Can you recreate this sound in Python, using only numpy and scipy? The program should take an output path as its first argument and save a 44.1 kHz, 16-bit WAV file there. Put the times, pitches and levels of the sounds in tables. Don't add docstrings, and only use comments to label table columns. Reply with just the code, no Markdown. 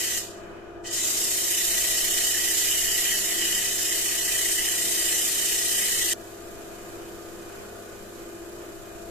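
import sys
import numpy as np
from scipy import signal
from scipy.fft import rfft, irfft
from scipy.io import wavfile
from scipy.ndimage import uniform_filter1d

SR = 44100
rng = np.random.default_rng(int(sys.argv[2]) if len(sys.argv) > 2 else 0)


def waveform_to_disk(signal):
    frames = np.transpose(np.atleast_2d(signal))
    scaled = np.clip(frames, -1, 1) * 32767
    samples = np.round(scaled).astype(np.int16)
    wavfile.write(sys.argv[1], SR, samples)


def elevation(decibels):
    levels = np.asarray(decibels, float)
    return 10 ** (levels / 20)


N = 401306

# frequency in Hz, left level in dB, right level in dB.
COARSE_HISS = [(900, -19.5, -26.5), (1500, -16.5, -14), (2130, -7.5, -12), (3470, -5.5, -3),
               (4900, -5.5, -3.5), (4990, -3.5, -1.5), (5940, -1.5, -2), (7510, 0.5, 4.5), (8030, -0.5, -2),
               (8600, 0.5, -8), (9330, -6, -4.5), (10020, -11.5, -10), (12200, -9.5, -8), (15400, -13, -11)]
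# frequency in Hz, left level in dB, right level in dB.
FINE_HISS = [(1500, -9, -2), (3400, -4, -2.5), (5830, -3.5, -4), (6650, 0, -1), (7400, -1, 3.5),
             (8400, -2, -6.5), (10100, -6, -4.5), (12100, -5, -3.5), (14400, -4, -4.5)]
# frequency in Hz, likeness from -1 to 1.
HISS_SAME = [(900, 0.11), (1500, -0.28), (2000, 0.73), (2600, 0.21), (3300, 0.013), (4300, -0.048),
             (5400, -0.14), (6500, -0.057), (14300, -0.048)]
# time in s, hiss level in dB.
PRESSURE = [(0.843, -53), (0.873, -38.5), (0.9, -42.5), (0.935, -30), (1.08, -29.5), (1.14, -31),
            (1.45, -30.5), (1.7, -28.5), (2.9, -29.5), (3.19, -30.5), (3.5, -30.5), (4.05, -31), (4.8, -30),
            (5.3, -30), (5.6, -31), (5.85, -29.5), (6.13, -29.5)]
# frequency in Hz, width in Hz, level in dB, left minus right in dB,
# left-right likeness from 0 to 1.
BOWL = [(1787, 183, -5.5, -0.5, 0.56), (1937, 57, -2.5, 2, 0.88), (2160, 130, -9.5, 4, 0.12),
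        (2497, 270, -7.5, 1.5, 0.68), (2982, 172, 0.5, -6, 0.39), (3140, 133, -4.5, 0.5, 0.38)]
# time in s, resonance in Hz, level in dB re hiss.
HAND_GAP = [(0, 6800, -12), (1, 6940, -6), (2, 7800, -22), (3.5, 7700, -13), (4.5, 8640, -6.5),
            (6.2, 8600, -6.5)]
# frequency in Hz, width in Hz, level in dB.
CANCELS = [(2280, 50, -4), (3335, 45, -6)]
# times a turn, depth in dB, phase in radians.
HISS_THROB = [(1, 0.43, 1.5), (2, 1.01, -2.5), (4, 0.37, 4.5)]
BOWL_THROB = [(1, 0.32, 0.44), (2, 1.8, 3.6), (4, 0.25, 0.16)]
FINE_THROB = [(1, .3, 1.1), (2, 0.97, 7.5), (4, .15, -8)]
# frequency in Hz, level in dB, left minus right in dB, left lead in
TONES = [(47.3, -65.0, 4.0, 0.2, 0.95), (60.7, -64.0, 8.0, 0.3, 0.95), (100.0, -58.0, -0.0, 0.0, 0.35),
         (122.7, -68.0, 1.0, -0.0, 0.92), (199.0, -60.5, 2.0, -0.1, 0.7), (230.6, -65.0, -0.0, 0.1, 0.95),
         (248.5, -66.0, 0.0, -0.2, 0.95), (299.0, -66.0, -0.0, -0.5, 0.75), (331.5, -49.0, 4.0, -0.6, 0.47),
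         (346.4, -50.0, -1.0, -0.3, 0.54), (360.5, -62.0, 3.0, 0.0, 0.81), (370.2, -62.0, 6.0, -0.1, 0.78),
         (381.5, -65.0, 1.0, -0.1, 0.89), (400.1, -49.0, -4.0, 0.4, 0.3), (442.0, -57.0, 3.0, -0.6, 0.65),
         (471.5, -62.0, 7.0, -0.3, 0.9), (499.5, -63.0, 4.0, -0.2, 0.9),
              (511.5, -62.0, 1.0, -0.8, 0.7), (548.9, -60.0, 7.0, 1.8, 0.82),
              (570.4, -63.0, -7.0, -1.2, 0.64), (595.4, -64.0, 5.0, 0.1, 0.82),
              (620.2, -59.0, 5.0, 0.7, 0.95), (649.3, -63.0, 5.0, 1.1, 0.95), (670.0, -55.5, 14, 0.6, 0.95),
              (700.0, -55.0, 4.0, -0.4, 0.85), (725.1, -68.0, 6.0, -0.5, 0.72),
              (940.8, -71, 2.0, -1.3, 0.95), (1213.9, -65.0, 4.0, 1.1, 0.88),
              (1227.7, -66.0, 4.0, 1.3, 0.9), (1479.2, -66.0, 6.0, -0.5, 0.82)]
# frequency in Hz, level in dB per Hz.
WHIRR = [(20, -10.5), (60, -32), (85, -23), (220, -13), (340, -13), (420, -12.5), (650, -12.5),
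         (900, -18.5), (1600, -17), (2100, -25), (4500, -37), (7500, -37), (8500, -43), (14300, -46.5)]
# frequency in Hz, likeness from -1 to 1.
WHIRR_SAME = [(60, 0.94), (130, 1), (290, 0.51), (640, -0.17), (1400, -0.00063), (3090, -0.062),
              (6790, -0.15), (14900, -0.07)]
# frequency in Hz, width in Hz, level in dB.
HOUSING = [(2470, 115, -62), (3000, 120, -65.5)]
# treble in dB re its loudest, margin in
# dB, extra margin above 5.3 kHz in dB.
WEAK_MARGIN = [(-40, 8, -5.5), (-30, 3.8, .3), (-13, 4.2, .3), (-7, 1.9, 2.4)]

COARSE_TURN_HZ, FINE_TURN_HZ = 14.98, 14.94
TOUCH_S, CHANGE_S = 0.8405, 6.135
HELD_DB, LIFT_S, LIFT_DB_PER_S, TAIL_DB, TAIL_DB_PER_S = -32, 0.18, 225, -4, 102
RING_HELD_DB, RING_LIFTED_DB, RING_DB, RING_WANDER_DB = -3, -8.5, -4.5, 1.5
DAMPED_DB, SEAT_S = -17.5, 0.48
KNOCK_DB, KNOCK_DB_PER_S, KNOCK_RISE_S = -38.5, 70, 0.017
GRIT_DB, GRIT_PER_DB, GRIT_UNSEATED_DB, GRIT_SEAT_S = -1.13, 0.3, -5.5, 0.28
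HAND_WANDER_DB = 0.5
FINE_DB, FINE_SAG_DB_PER_S, FINE_WANDER_DB, FINE_RISE_S = -55.5, 0.34, 0.3, 0.018
ROTOR_HZ, MAINS_HUM_HZ = 24.8, 100
BELT_LAP_HZ, BELT_LAP_DB, BELT_LAP_RAD = 2.3, 0.5, 0.3
SHAKE_DB, SHAKE_PRESSED_DB, SHAKE_PER_DB, GUST_DB = -54.5, 3.5, 2.5, 2


def column(rows, k, at):
    rows = np.asarray(rows)
    return np.interp(at, rows[:, 0], rows[:, k])


def column_by_pitch(rows, k, hz):
    rows = np.asarray(rows)
    return np.interp(np.log(hz + 1), np.log(rows[:, 0]), rows[:, k])


def evened(x):
    return x / np.sqrt(np.mean(np.abs(x) ** 2) + 1e-20)


def pair(same):
    a, b = rfft(rng.standard_normal((2, N)))
    same = np.clip(same, -1, 1)
    return np.array([a, same * a + np.sqrt(1 - same ** 2) * b])


def drift(rate_hz, count):
    knots = rng.standard_normal((count, int(N / SR * rate_hz) + 4))
    at = np.arange(N) / SR * rate_hz
    k = at.astype(int)
    ease = 0.5 - 0.5 * np.cos(np.pi * (at % 1))
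    return evened(knots[:, k] * (1 - ease) + knots[:, k + 1] * ease)


def resonate(x, hz, width):
    turn = np.exp(2j * np.pi * np.cumsum(hz * np.ones(N)) / SR)
    r = np.exp(-np.pi * width / SR)
    return 2 * (turn * signal.lfilter([1 - r], [1, -r], x / turn)).real


def throb(rows, turn_hz):
    angle = 2 * np.pi * turn_hz * np.arange(N) / SR + 0.27 * drift(1.28, count=1)[0]
    return elevation(sum(db * np.cos(k * angle + phase) for k, db, phase in rows))


def grit(colour, patchy_db, flicker_db, same):
    hz = np.fft.rfftfreq(512, 1 / SR)
    z = signal.stft(irfft(pair(same), N), nperseg=512, noverlap=384)[2]
    patches = uniform_filter1d(rng.standard_normal(z.shape), size=6, axis=1)
    patches = uniform_filter1d(patches, size=18, axis=2)
    tone_db = np.array([column_by_pitch(colour, side, hz) for side in (1, 2)])
    z = z * elevation(tone_db[:, :, None] + patchy_db * evened(patches)) * (hz > 600)[:, None]
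    hiss = signal.istft(z, nperseg=512, noverlap=384)[1][:, :N]
    return evened(hiss) * elevation(flicker_db * (drift(14, count=1) + 0.91 * drift(150, count=1)))


def pressure_db(t):
    since = np.maximum(t - LIFT_S, 0)
    quick = elevation(-LIFT_DB_PER_S * since)
    tail = elevation(TAIL_DB - TAIL_DB_PER_S * since)
    first_db = HELD_DB + 10 * np.log10((quick ** 2 + tail ** 2) / (1 + elevation(2 * TAIL_DB)))
    return np.where(t < TOUCH_S, first_db, column(PRESSURE, 1, t))


def coarse_hiss(level_db):
    t, hz = np.arange(N) / SR, np.fft.rfftfreq(N, 1 / SR)
    since = np.maximum(t - TOUCH_S, 0)
    hiss = grit(COARSE_HISS, patchy_db=1.47, flicker_db=0.0, same=column(HISS_SAME, 1, hz))
    top = irfft(rfft(hiss) * np.clip((hz - 9000) / 800, 0, 1), N)
    grit_db = GRIT_DB - GRIT_PER_DB * np.clip(-31.5 - level_db, 0, 25)
    grit_db = grit_db + (t > TOUCH_S) * GRIT_UNSEATED_DB * np.exp(-(since / GRIT_SEAT_S) ** 2)
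    hiss = hiss + top * (elevation(grit_db + 6.5) - 1)
    dull = irfft(rfft(hiss) * np.exp(-((hz - 3900) / 1300) ** 2), N)
    hiss = hiss + dull * (elevation(0.17 * np.clip(-30.5 - level_db, 0, 25)) - 1)
    gap_hz = column(HAND_GAP, 1, t)
    gap = resonate(resonate(rng.standard_normal(N), gap_hz, 900), gap_hz, 900)
    hiss[0] += elevation(column(HAND_GAP, 2, t)) * evened(gap)
    return elevation(5.0 + HAND_WANDER_DB * drift(8, count=1)) * hiss * throb(HISS_THROB, COARSE_TURN_HZ)


def bowl_ring(level_db):
    t = np.arange(N) / SR
    since = np.maximum(t - TOUCH_S, 0)
    ring = 0
    for mode_hz, width, db, pan_db, same in BOWL:
        side = elevation([[pan_db / 2], [-pan_db / 2]])
        flutter = mode_hz * (1 + 0.0084 * drift(25, count=1)[0])
        rung = resonate(irfft(pair(same), N), flutter, 1.4 * width)
        rung = resonate(rung, flutter, 1.4 * width)
        ring = ring + evened(rung) * side * elevation(db + 1.7 * drift(28, count=1))
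    seated = elevation(RING_DB + DAMPED_DB * np.exp(-since / SEAT_S))
    knock = elevation(KNOCK_DB - KNOCK_DB_PER_S * since - level_db) * np.minimum(since / KNOCK_RISE_S, 1)
    first = elevation(np.where(t < LIFT_S, RING_HELD_DB, RING_LIFTED_DB))
    gain = np.where(t > TOUCH_S, np.hypot(seated, knock), first)
    gain = gain * elevation(0.82 + RING_WANDER_DB * drift(9, count=1))
    return evened(ring) * gain * throb(BOWL_THROB, COARSE_TURN_HZ)


def coarse_paper():
    hz = np.fft.rfftfreq(N, 1 / SR)
    level_db = pressure_db(np.arange(N) / SR)
    both = coarse_hiss(level_db) + bowl_ring(level_db)
    dips_db = sum(db / (1 + ((hz - dip_hz) / width) ** 2) for dip_hz, width, db in CANCELS)
    both = irfft(rfft(both) * elevation(dips_db), N)
    return both * uniform_filter1d(elevation(level_db), size=300)


def fine_paper():
    since = np.maximum(np.arange(N) / SR - CHANGE_S, 0)
    hiss = grit(FINE_HISS, patchy_db=0.3, flicker_db=0.1, same=-0.093) * throb(FINE_THROB, FINE_TURN_HZ)
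    strokes_db = FINE_DB - FINE_SAG_DB_PER_S * since + FINE_WANDER_DB * drift(11, count=1)
    return hiss * elevation(strokes_db + 9.0) * np.minimum(since / FINE_RISE_S, 1)


def weak_rotor_tones():
    orders = np.arange(30, 72)
    luck = rng.random((len(orders), 3))
    level_db = -78 + 6.5 * luck[:, 0] + 4.5 * (orders < 35)
    pan_db, lead = 12 * luck[:, 1] - 6, 3.1 * luck[:, 2] - 1.5
    return np.c_[orders * ROTOR_HZ, level_db, pan_db, lead, 0 * orders + 0.8]


def motor_tones(step=8):
    t = np.arange(0, N + step, step) / SR
    load = np.interp(t, [0, 0.9, 1.6, CHANGE_S, CHANGE_S + 0.01], [0, 0.013, 1, 0.99, 0.45])
    clock = np.cumsum(1 - 0.00323 * (load - 0.7)) * step / SR
    belt_db = BELT_LAP_DB * np.cos(2 * np.pi * BELT_LAP_HZ * t + BELT_LAP_RAD)
    out = np.zeros((2, len(t)))
    for hz, db, pan_db, lead, share in np.vstack([TONES, weak_rotor_tones()]):
        locked = abs(hz / MAINS_HUM_HZ - round(hz / MAINS_HUM_HZ)) < 0.004
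        knots = rng.standard_normal((70, 2)) @ [1, 1j] / np.sqrt(2)
        waver = np.interp(t, np.linspace(0, t[-1], len(knots)), knots) * 1.49
        share = share ** 2 * (0.15 if locked else 0.55 + 0.45 * share ** 2)
        cycles = hz * (t if locked else clock) + rng.random()
        tone = (np.sqrt(1 - share) + np.sqrt(share) * waver) * np.exp(2j * np.pi * cycles)
        right = np.sqrt(2 / (1 + elevation(2 * pan_db)))
        pull_db = 2.5 * (load - 0.6) * (locked and hz > 300)
        gain = np.sqrt(2) * elevation(db + pull_db + (not locked) * belt_db) * right
        out += gain * np.array([elevation(pan_db) * (tone * np.exp(1j * lead)).real, tone.real])
    return signal.resample_poly(out, step, 1, axis=1)[:, :N]


def motor_whirr():
    hz = np.fft.rfftfreq(N, 1 / SR)
    air = pair(column_by_pitch(WHIRR_SAME, 1, hz)) * elevation(column_by_pitch(WHIRR, 1, hz))
    whirr = elevation(-47) * evened(irfft(air, N))
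    for mode_hz, width, db in HOUSING:
        cover = pair(0.15) / (1 + ((hz - mode_hz) / width * 1.24) ** 2)
        whirr += elevation(db) * evened(irfft(cover, N))
    return whirr * elevation(1.2 * drift(7.4, count=1))


def shake():
    t, hz = np.arange(N) / SR, np.fft.rfftfreq(N, 1 / SR)
    lumps = evened(irfft(pair(0.17) * (hz > 2) / (1 + (hz / 30) ** 2), N))
    angle = 2 * np.pi * COARSE_TURN_HZ * t
    waver = drift(3.2, count=2)
    thuds = elevation(-2.0 + 2.0 * waver[0]) * np.cos(2 * angle)
    thuds = thuds + elevation(-14 + 4.1 * waver[1]) * np.cos(4 * angle)
    pressing = np.interp(t, [0.9, 1.7, CHANGE_S, CHANGE_S + 0.01], [0, 1, 1, 0])
    right = elevation(-1 - 5 * pressing)
    pressed_db = pressing * (SHAKE_PRESSED_DB + SHAKE_PER_DB * (pressure_db(t) + 30.5))
    level_db = SHAKE_DB + pressed_db + GUST_DB * drift(8, count=1)[0]
    return elevation(level_db + 1.0) * (lumps * [1 + 0 * t, right] + pressing * thuds * [[1], [0.2]])


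def scene():
    edge = signal.firwin(1023, 14290, window=("kaiser", 9), fs=SR)[None]
    sources = (coarse_paper(), fine_paper(), motor_whirr())
    coarse, fine, whirr = (signal.oaconvolve(x, edge, "same", axes=1) for x in sources)
    paper = np.where(np.arange(N) / SR < CHANGE_S, coarse, fine)
    return paper + whirr + motor_tones() + shake()


def drop_weak_bands(x):
    lead = 1024 - 490
    window = signal.windows.cosine(2048)
    turn = np.array([[1, 1], [1, -0.96]]) / np.sqrt(2)
    padded = np.pad(turn @ x, ((0, 0), (lead, 0)))
    hz, _, z = signal.stft(padded, SR, window, nperseg=2048, noverlap=1024)
    power = (abs(z[:, :1024]) ** 2).reshape(2, 512, 2, -1).mean(2)
    power = uniform_filter1d(power, size=3, axis=2)
    usual = uniform_filter1d(power, size=11, axis=2) * 1.6
    mask = np.minimum(uniform_filter1d(power.mean(0), size=71, axis=0), usual)
    treble = power[:, 80:].mean((0, 1)) + 1e-20
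    treble_db = 10 * np.log10(treble / treble.max())
    high = (hz[:1024:2] > 5300)[:, None]
    margin_db = column(WEAK_MARGIN, 1, treble_db) + column(WEAK_MARGIN, 2, treble_db) * high
    weak = np.repeat(power < mask * elevation(-2 * margin_db), 2, axis=1)
    z[:, :1024] *= 1 - weak * (hz[:1024] > 2050)[:, None]
    kept = signal.istft(z, SR, window, nperseg=2048, noverlap=1024)[1]
    return turn @ kept[:, lead:lead + N]


def roll_off(x):
    return signal.sosfilt(signal.butter(12, 15540, fs=SR, output="sos"), x)


def record(dry):
    mix = drop_weak_bands(dry)
    return roll_off(mix)


dry = scene()
out = record(dry)
waveform_to_disk(out)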